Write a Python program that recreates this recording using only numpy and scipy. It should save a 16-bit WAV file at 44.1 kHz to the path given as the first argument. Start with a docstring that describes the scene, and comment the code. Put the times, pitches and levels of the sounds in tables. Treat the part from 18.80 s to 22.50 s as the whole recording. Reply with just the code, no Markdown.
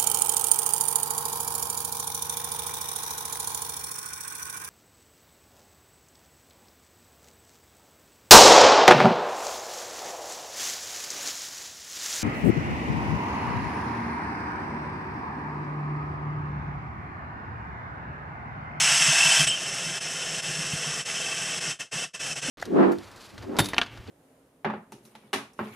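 """A loud, rattling whirr comes first: a hand blender whisks a thick mixture in a bowl on a kitchen counter.
Dense tiny knocks of the drive shake the housing and ring the steel whisk, with a throb at every turn.
The mixture spatters in wet plops; the bowl booms, is bumped and jolts the counter.
Squeals, where friction locks onto one whisk tone, and a scrape lead to a quieter whirr with chirps.
The sound dips or cuts out several times, and late on the treble widens between the ears."""
import sys
import numpy as np
from scipy import signal
from scipy.fft import rfft, irfft, next_fast_len
from scipy.io import wavfile

SR = 44100
rng = np.random.default_rng(int(sys.argv[2]) if len(sys.argv) > 2 else 0)


def int16_out(signal):
    """Quantize to a 16-bit WAV file."""
    q = np.round(np.clip(np.atleast_2d(signal).T, -1, 1) * 32767)
    wavfile.write(sys.argv[1], SR, q.astype(np.int16))


N = 163170
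TIME = np.arange(N) / SR
FREQS = np.maximum(np.arange(N + 1) * SR / (2 * N), 1)


def from_db(db):
    """Turn decibels into gain."""
    return 10 ** (np.asarray(db) / 20)


def rms_one(x):
    """Scale a sound to unit power."""
    return x / np.sqrt(np.mean(x ** 2) + 1e-20)


def noise():
    """Plain white hiss."""
    return rng.standard_normal(N)


def in_time(rows):
    """Join the points of a table into a curve with a value at every sample."""
    return np.interp(TIME, *np.transpose(rows))


def shaped(x, gain):
    """Filter by a gain at each frequency."""
    return irfft(rfft(x, 2 * N) * gain)[:N]


def coloured(x, points, lift_db=0):
    """Filter by a table of levels, falling away further below its lowest point; unit power."""
    hz, db = np.transpose(points)
    curve_db = np.interp(np.log(FREQS), np.log(hz), db) + lift_db
    low_fall = np.minimum(FREQS / hz[0], 1) ** 2
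    return rms_one(shaped(x, from_db(curve_db) * low_fall))


def drift(rate_hz):
    """Smooth random wandering around zero with spread 1; a higher rate wanders faster."""
    r = np.exp(-80 * np.pi * rate_hz / SR)
    # worked out at every 40th sample; the first 2000 values let the filter settle
    slow = signal.lfilter([1], [1, -2 * r, r * r], rng.standard_normal(N // 40 + 2002))[2000:]
    return np.interp(np.arange(N) / 40, np.arange(len(slow)), rms_one(slow))


def resonate(x, hz, width_hz):
    """Ring one resonance, longer when the width is small; unit power."""
    r = np.exp(-np.pi * width_hz / SR)
    return rms_one(signal.lfilter([1, 0, -1], [1, -2 * r * np.cos(2 * np.pi * hz / SR), r * r], x))


def bend(x, offset_hz):
    """Shift a ring up and down in pitch."""
    turning = np.exp(2j * np.pi * np.cumsum(offset_hz) / SR)
    return np.real(signal.hilbert(x, next_fast_len(N))[:N] * turning)


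def wavering_tone(hz, wander_hz, rate_hz):
    """A sine whose pitch wanders at random."""
    return np.sin(2 * np.pi * np.cumsum(hz + wander_hz * drift(rate_hz)) / SR)


ROOM_T60_S, ROOM_DB = 0.19, -9.5  # time to fade by 60 dB; strength of the tail


def kitchen(x):
    """Add the short, dense echo of a small room, made of fading noise; unit power."""
    t = TIME[:SR // 2]
    tail = rng.standard_normal(len(t)) * from_db(-60 * t / ROOM_T60_S)
    tail = tail / np.linalg.norm(tail)
    return rms_one(x + from_db(ROOM_DB) * signal.fftconvolve(x, tail)[:N])


# Strength of the loud whirr at first. Each row: time in seconds, level in dB before later trims.
LOUD_WHIRR = [(0, -20.5), (.3, -21), (.45, -20.5), (.62, -21), (.668, -25.5), (.676, -19), (.70, -60),
              (.74, -41), (.8, -90)]
# Strength of the quieter whirr that follows. Each row: time in seconds, level in dB before later trims.
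STEADY_WHIRR = [(.6, -37), (.67, -32), (.77, -34), (.81, -31.5), (1.15, -31.5), (1.3, -32), (1.9, -31),
                (2.6, -31), (2.86, -30.5), (2.91, -29.5), (3.0, -31.5), (3.15, -31), (3.42, -32.5),
                (3.7, -31)]


def whirr_levels():
    """Gains of the loud and the steady whirr, which cross over as the first one ends."""
    return from_db(in_time(LOUD_WHIRR)), from_db(in_time(STEADY_WHIRR))


TURN_HZ = 18.2  # whisk turns per second
TURN_AT_S, TURN_WANDER = 2.472, .05  # a moment of hardest rub, before slip; slip in turns


def whisk_turns():
    """Count the turns of the whisk, with a little random slip."""
    return TURN_HZ * (TIME - TURN_AT_S) + TURN_WANDER * drift(0.39)


IMPACTS_PER_S, IMPACT_SPREAD_DB = 5000, 1.5
HISS_SHARE = 0.8  # hiss against knocks
MOTOR_HZ, MOTOR_WANDER = 355.6, 0.0269  # revolutions per second; wander as a share of it
MOTOR_DEPTH_DB = 0.3  # swing up and down in every revolution


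def impacts():
    """Tiny knocks of the drive over a rubbing hiss, swelling with each motor revolution."""
    sizes = from_db(IMPACT_SPREAD_DB * np.minimum(rng.exponential(1, N), 4)) * rng.choice([-1, 1], N)
    knocks = rms_one(sizes * (rng.random(N) < IMPACTS_PER_S / SR))
    revolutions = np.cumsum(MOTOR_HZ * (1 + MOTOR_WANDER * drift(2.66))) / SR
    swell = from_db(MOTOR_DEPTH_DB * np.cos(2 * np.pi * revolutions))
    return kitchen((knocks + HISS_SHARE * noise()) * swell)


# Near reflections from bowl, hand and counter.
# Each row: average delay in milliseconds, level in dB against the direct sound.
NEAR_REFLECTIONS = [(1.3, -19), (2.9, -17), (4.7, -16), (7.1, -16)]
SWAY_MS, SWAY_HZ = .18, .8  # how far and how fast the delays shift as the blender moves


def swaying(x):
    """Reflections with slowly changing delays carve drifting peaks and gaps into the sound."""
    echoes = np.zeros(N)
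    for delay_ms, db in NEAR_REFLECTIONS:
        delay_s = (delay_ms + SWAY_MS * drift(SWAY_HZ)) / 1000
        echoes += from_db(db) * np.interp(TIME - delay_s, TIME, x)
    return rms_one(x + echoes)


# Colour of the rattle when loud. Each row: frequency in Hz, relative level in dB per Hz.
LOUD_RATTLE_COLOUR = [(250, -25), (570, -29), (660, -5.5), (870, -11), (1100, -8), (1550, -1), (1900, -4),
                      (2400, 0.5), (2850, 3.5), (3400, -1.5), (3900, -5), (4700, -8), (5400, 0), (6300, -2),
                      (6800, -5.5), (7900, -3.5), (8600, -7), (10400, -14), (11300, -28), (12000, -19)]
# Colour of the rattle when steady. Each row: frequency in Hz, relative level in dB per Hz.
STEADY_RATTLE_COLOUR = [(220, -12.5), (330, -10), (480, -5.5), (690, -5), (860, -10.5), (1100, -8.5),
                        (1550, -2.5), (1900, -3.5), (2400, -4), (2850, 3), (3400, -4), (3900, -5),
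                        (4700, -11.5), (5400, -1), (6300, -5.5), (6800, -8.5), (7900, -4.5), (8600, -8.5),
                        (10300, -16.5), (11300, -28), (12000, -22)]
# Narrow resonances of housing and bowl.
# Each row: frequency in Hz, width in Hz, lift in dB (a minus sign makes a notch).
BODY_RESONANCES = [(347.6, 13, 10), (505, 32, 7.5), (680, 49, 2), (1170, 72, 3), (1420, 16, 1.5),
                   (1610, 270, 1.5), (2060, 9.7, -2.5), (2832, 44, -11.5), (4000, 300, -5.5),
                   (6400, 220, 2.5), (7200, 84, 3.5), (9500, 140, 2.5), (10510, 640, 5), (11500, 250, -5),
                   (11640, 220, 7)]
RATTLE_DB, RATTLE_THROB_DB, RATTLE_FLUTTER_DB = -1.5, .7, 0.37  # trim; swing per turn; random spread


def rattle(loud, steady, turns):
    """The knocks sound through the housing, whose resonances colour them, and swell once a turn."""
    drive = swaying(impacts())
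    body_db = sum(db / (1 + (2 * (FREQS - hz) / width) ** 2) for hz, width, db in BODY_RESONANCES)
    out = loud * coloured(drive, LOUD_RATTLE_COLOUR, body_db)
    out = out + steady * coloured(drive, STEADY_RATTLE_COLOUR, body_db)
    throb_db = RATTLE_THROB_DB * np.cos(2 * np.pi * turns)
    return out * from_db(RATTLE_DB + throb_db + RATTLE_FLUTTER_DB * drift(22))


# The ringing tones of the steel whisk.
# Each row: frequency in Hz, width in Hz, level in dB against the loud whirr curve,
# level in dB against the steady one, throb in dB up and down, lag of the throb in turns.
WHISK_TONES = [(2655, 60, -16, -14.5, 3, 0), (2960, 170, -14, -18.5, 4.5, 0.64),
               (3095, 80, -18, -12.5, 2, 0.28), (5335, 150, -11, -11, 0.5, 0.13),
               (6150, 450, -17, -11, -0.5, 0.4), (7890, 190, -12, -12.5, -1, 0.086)]
RING_FLUTTER_DB = 0.5
MODE_WANDER = .004  # share by which the load of the mixture bends each tone


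def whisk_ring(loud, steady, turns):
    """The knocks ring each whisk tone, which throbs once a turn and bends a little in pitch."""
    rub, out = impacts(), np.zeros(N)
    for hz, width, loud_db, steady_db, throb_db, lag in WHISK_TONES:
        swell = from_db(throb_db * np.cos(2 * np.pi * (turns - lag)) + RING_FLUTTER_DB * drift(37))
        ring = bend(resonate(rub, hz, width), hz * MODE_WANDER * drift(11.91))
        out += rms_one(ring * swell) * (loud * from_db(loud_db) + steady * from_db(steady_db))
    return out


PLOPS_PER_S, PLOP_SPREAD_DB, PLOP_DB = 110, 3.5, -19  # PLOP_DB is against the whirr curves
PLOP_CYCLES = 20  # cycles in which a plop dies by 60 dB
PLOP_LOW_HZ, PLOP_HIGH_HZ = 693, 2070


def mixture(loud, steady):
    """Air pockets pop at random in the mixture as short wet rings, harder when the blender is loud."""
    sizes = from_db(PLOP_SPREAD_DB * np.minimum(rng.exponential(1, N), 3)) * rng.choice([-1, 1], N)
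    pops = sizes * (rng.random(N) < PLOPS_PER_S / SR)
    pitches = np.geomspace(PLOP_LOW_HZ, PLOP_HIGH_HZ, 36)
    dealt = rng.integers(0, len(pitches), N)  # which pitch each pop gets
    rings = np.zeros(N)
    for k, hz in enumerate(pitches):
        width_hz = np.log(1000) / np.pi * hz / PLOP_CYCLES
        rings += resonate(pops * (dealt == k) + 1e-18, hz, width_hz)
    return from_db(PLOP_DB) * kitchen(rings) * (loud + steady)


# Colour of the low rumble and of the faint floor. Each row: frequency in Hz, relative level in dB per Hz.
RUMBLE_COLOUR = [(25, -4), (60, -9), (110, -0.5), (220, 0), (300, -2.5), (500, -20)]
# Bumps of the whisk on the bowl.
# Each row: start in seconds, level in dB, pitch in Hz, rise to full swell in seconds.
BOWL_BUMPS = [(0.111, -36, 150, 0.017), (0.201, -35, 150, .012), (.277, -28, 151, 0.015),
              (0.445, -33, 150, .014), (.589, -26, 151, 0.021), (.662, -31, 145, 0.011),
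              (.925, -36, 157, 0.0079), (1.058, -35, 161, 0.013), (1.504, -43, 151, .012),
              (1.678, -37, 150, 0.017), (1.783, -33.5, 157, 0.015), (1.93, -28.5, 154, 0.0092),
              (2.059, -36, 153, 0.017), (2.61, -41, 152, 0.0076), (2.872, -38.5, 152, 0.024),
              (3.154, -38, 148, 0.0074), (3.642, -39, 145, .009), (3.682, -28, 259, 0.0065)]
BOWL_HZ, BOWL_WIDTH_HZ, BOWL_WANDER_HZ = 151, 49, 5.02
BOWL_DB, RUMBLE_DB = -48, -53
CHURN_DB, CHURN_HZ = 1, 9  # random spread of the level and its rate
BUMP_THUD_DB = -15.5  # dull thud against the tone of the bump


def bowl():
    """The churned bowl booms at its low resonance; each soft bump adds a swell and a dull thud."""
    boom = resonate(resonate(noise(), BOWL_HZ, BOWL_WIDTH_HZ), BOWL_HZ, BOWL_WIDTH_HZ)
    boom = bend(boom, BOWL_WANDER_HZ * drift(13.3))
    rumble = coloured(noise(), RUMBLE_COLOUR)
    churn = from_db(CHURN_DB * drift(CHURN_HZ))
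    out = (from_db(BOWL_DB) * boom + from_db(RUMBLE_DB) * rumble) * churn
    for start, db, hz, rise_s in BOWL_BUMPS:
        age = np.maximum(TIME - start, 0)
        swell = age / rise_s * np.exp(1 - age / rise_s)
        tone = swell ** 2 * np.sin(2 * np.pi * hz * age)
        thud = from_db(BUMP_THUD_DB) * swell * rumble
        out += from_db(db) * (tone + thud)
    return out


def faint_floor():
    """A very quiet, steady low noise that stays through the cut-outs."""
    return from_db(-79) * coloured(noise(), RUMBLE_COLOUR)


# Squeals of the whisk. Each row: start in seconds, length in seconds, pitch in Hz, level in dB.
WHISK_SQUEALS = [(0.042, 0.014, 5340, -23), (0.26, .016, 2640, -28), (0.289, 0.035, 2630, -24),
                 (.299, 0.0074, 6230, -19), (0.309, 0.0082, 6200, -23), (.353, 0.014, 2640, -21),
                 (0.382, 0.0098, 2670, -17), (0.403, .015, 2650, -19), (0.427, 0.015, 2720, -17),
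                 (0.454, 0.028, 2670, -21), (0.459, 0.011, 3070, -18), (0.506, 0.024, 3050, -20.5),
                 (.51, 0.012, 2670, -24), (0.518, 0.0089, 8030, -18), (0.564, 0.011, 3076, -17.5),
                 (0.595, .018, 3070, -31), (0.608, .02, 3140, -23), (0.674, .081, 3117, -25.5),
                 (.674, 0.044, 2900, -28), (0.677, 0.017, 8070, -22.5), (0.699, 0.015, 7960, -28),
                 (0.695, 0.011, 5330, -24.5)]
EDGE_S = .006  # time to fade in or out
SQUEAL_WANDER_HZ, ROUGH_DB = 16, 1.8  # random spread of pitch and of level


def squeals():
    """Friction locks onto one whisk tone for a moment and gives a rough squeal."""
    out = np.zeros(N)
    for start, length, hz, db in WHISK_SQUEALS:
        nearest_end = np.minimum(TIME - start, start + length - TIME)
        gate = np.clip(nearest_end / EDGE_S + .5, 0, 1)
        out += gate * from_db(db + ROUGH_DB * drift(100)) * wavering_tone(hz, SQUEAL_WANDER_HZ, 133)
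    return out


# Deep thuds of the bowl on the counter. Each row: start in seconds, level in dB.
COUNTER_JOLTS = [(.29, -51), (.635, -44), (1.915, -49)]
# Colour of those thuds. Each row: frequency in Hz, relative level in dB per Hz.
COUNTER_COLOUR = [(40, -7), (80, -2), (120, 2), (250, -32), (600, -70)]
JOLT_RISE_S = 0.019


def jolts():
    """The bowl jolts the counter: deep noise swells quickly and dies away."""
    thud, out = coloured(noise(), COUNTER_COLOUR), np.zeros(N)
    for start, db in COUNTER_JOLTS:
        age = np.maximum(TIME - start, 0) / JOLT_RISE_S
        out += from_db(db) * age * np.exp(1 - age) * thud
    return out


# Moments when the sound dips or cuts out.
# Each row: start in seconds, return in seconds, depth in dB.
SOUND_DIPS = [(0.646, 0.665, 10.5), (1.181, 1.201, 16), (1.6, 1.619, 9.5), (2.215, 2.248, 19),
              (2.789, 2.802, 13.5), (2.916, 2.988, 29.5), (3.01, 3.110, 38), (3.243, 3.332, 40.5),
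              (3.347, 3.391, 18), (3.531, 3.553, 15), (3.589, 3.615, 16)]
DIP_CURVE, RETURN_S = 0.97, 0.0065  # shape of the fall (1 is straight); speed of the return


def dips():
    """Gain of the brief drop-outs: the level sinks steadily and snaps back."""
    db = np.zeros(N)
    for start, back, depth_db in SOUND_DIPS:
        sunk = np.clip((TIME - start) / (back - start), 0, 1) ** DIP_CURVE
        db -= depth_db * sunk * np.exp(-np.maximum(TIME - back, 0) / RETURN_S)
    return from_db(db)


SCRAPE_AT_S, SCRAPE_HZ, SCRAPE_WIDTH_HZ = .672, 2840, 480
SCRAPE_DB, SCRAPE_FALL_DB_PER_S = -28.5, 112


def scrape():
    """As the loud whirr ends, the whisk scrapes along the bowl: a ringing noise that fades."""
    age = np.maximum(TIME - SCRAPE_AT_S, 0)
    ring = resonate(resonate(noise(), SCRAPE_HZ, SCRAPE_WIDTH_HZ), SCRAPE_HZ, SCRAPE_WIDTH_HZ)
    return ring * np.minimum(age / EDGE_S, 1) * from_db(SCRAPE_DB - SCRAPE_FALL_DB_PER_S * age)


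# Strength of the chirp that comes once a turn, barely there at first.
# Each row: time in seconds, level in dB before its random roughness.
CHIRP_STRENGTH = [(.75, -60), (.95, -42), (1.2, -42), (1.45, -46), (1.7, -40), (1.9, -40), (2.15, -44),
                  (2.3, -38), (2.65, -37), (2.75, -39), (2.9, -36.5)]
CHIRP_HZ, CHIRP_WANDER_HZ = 2632, 22


def chirps(turns):
    """Once a turn the whisk rubs hard enough to sing briefly near its lowest tone."""
    touch = (.5 + .5 * np.cos(2 * np.pi * turns)) ** 2
    level = from_db(in_time(CHIRP_STRENGTH) + ROUGH_DB * drift(110))
    return level * touch * np.sqrt(2) * wavering_tone(CHIRP_HZ, CHIRP_WANDER_HZ, 62.5)


# Colour of the treble that spreads late on. Each row: frequency in Hz, relative level in dB per Hz.
SPREAD_COLOUR = [(3000, -57), (4500, 7), (5500, -16), (8000, -7), (9500, 7), (11500, -7)]
SPREAD_FROM_S, SPREAD_DB = 3.11, -18  # level against the steady whirr curve


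def treble_spread(steady):
    """Treble noise for the side signal, which is opposite in the two ears and so sounds wide."""
    return coloured(noise(), SPREAD_COLOUR) * steady * from_db(SPREAD_DB) * (TIME > SPREAD_FROM_S)


def scene():
    """Blender and bowl in the centre over a faint floor; the treble widens near the end."""
    loud, steady = whirr_levels()
    turns, gain = whisk_turns(), dips()
    blender = rattle(loud, steady, turns) + whisk_ring(loud, steady, turns) + chirps(turns)
    contact = squeals() + scrape() + bowl() + jolts()
    mid = (blender + mixture(loud, steady) + contact) * gain + faint_floor()
    side = treble_spread(steady) * gain
    return np.array([mid + side, mid - side])


CUTOFF_HZ = 12000


def record(dry):
    """Cut the top steeply above the cutoff."""
    low_pass = 1 / np.sqrt(1 + (FREQS / CUTOFF_HZ) ** 300)
    return np.array([shaped(x, low_pass) for x in dry])


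dry = scene()
out = record(dry)
int16_out(out)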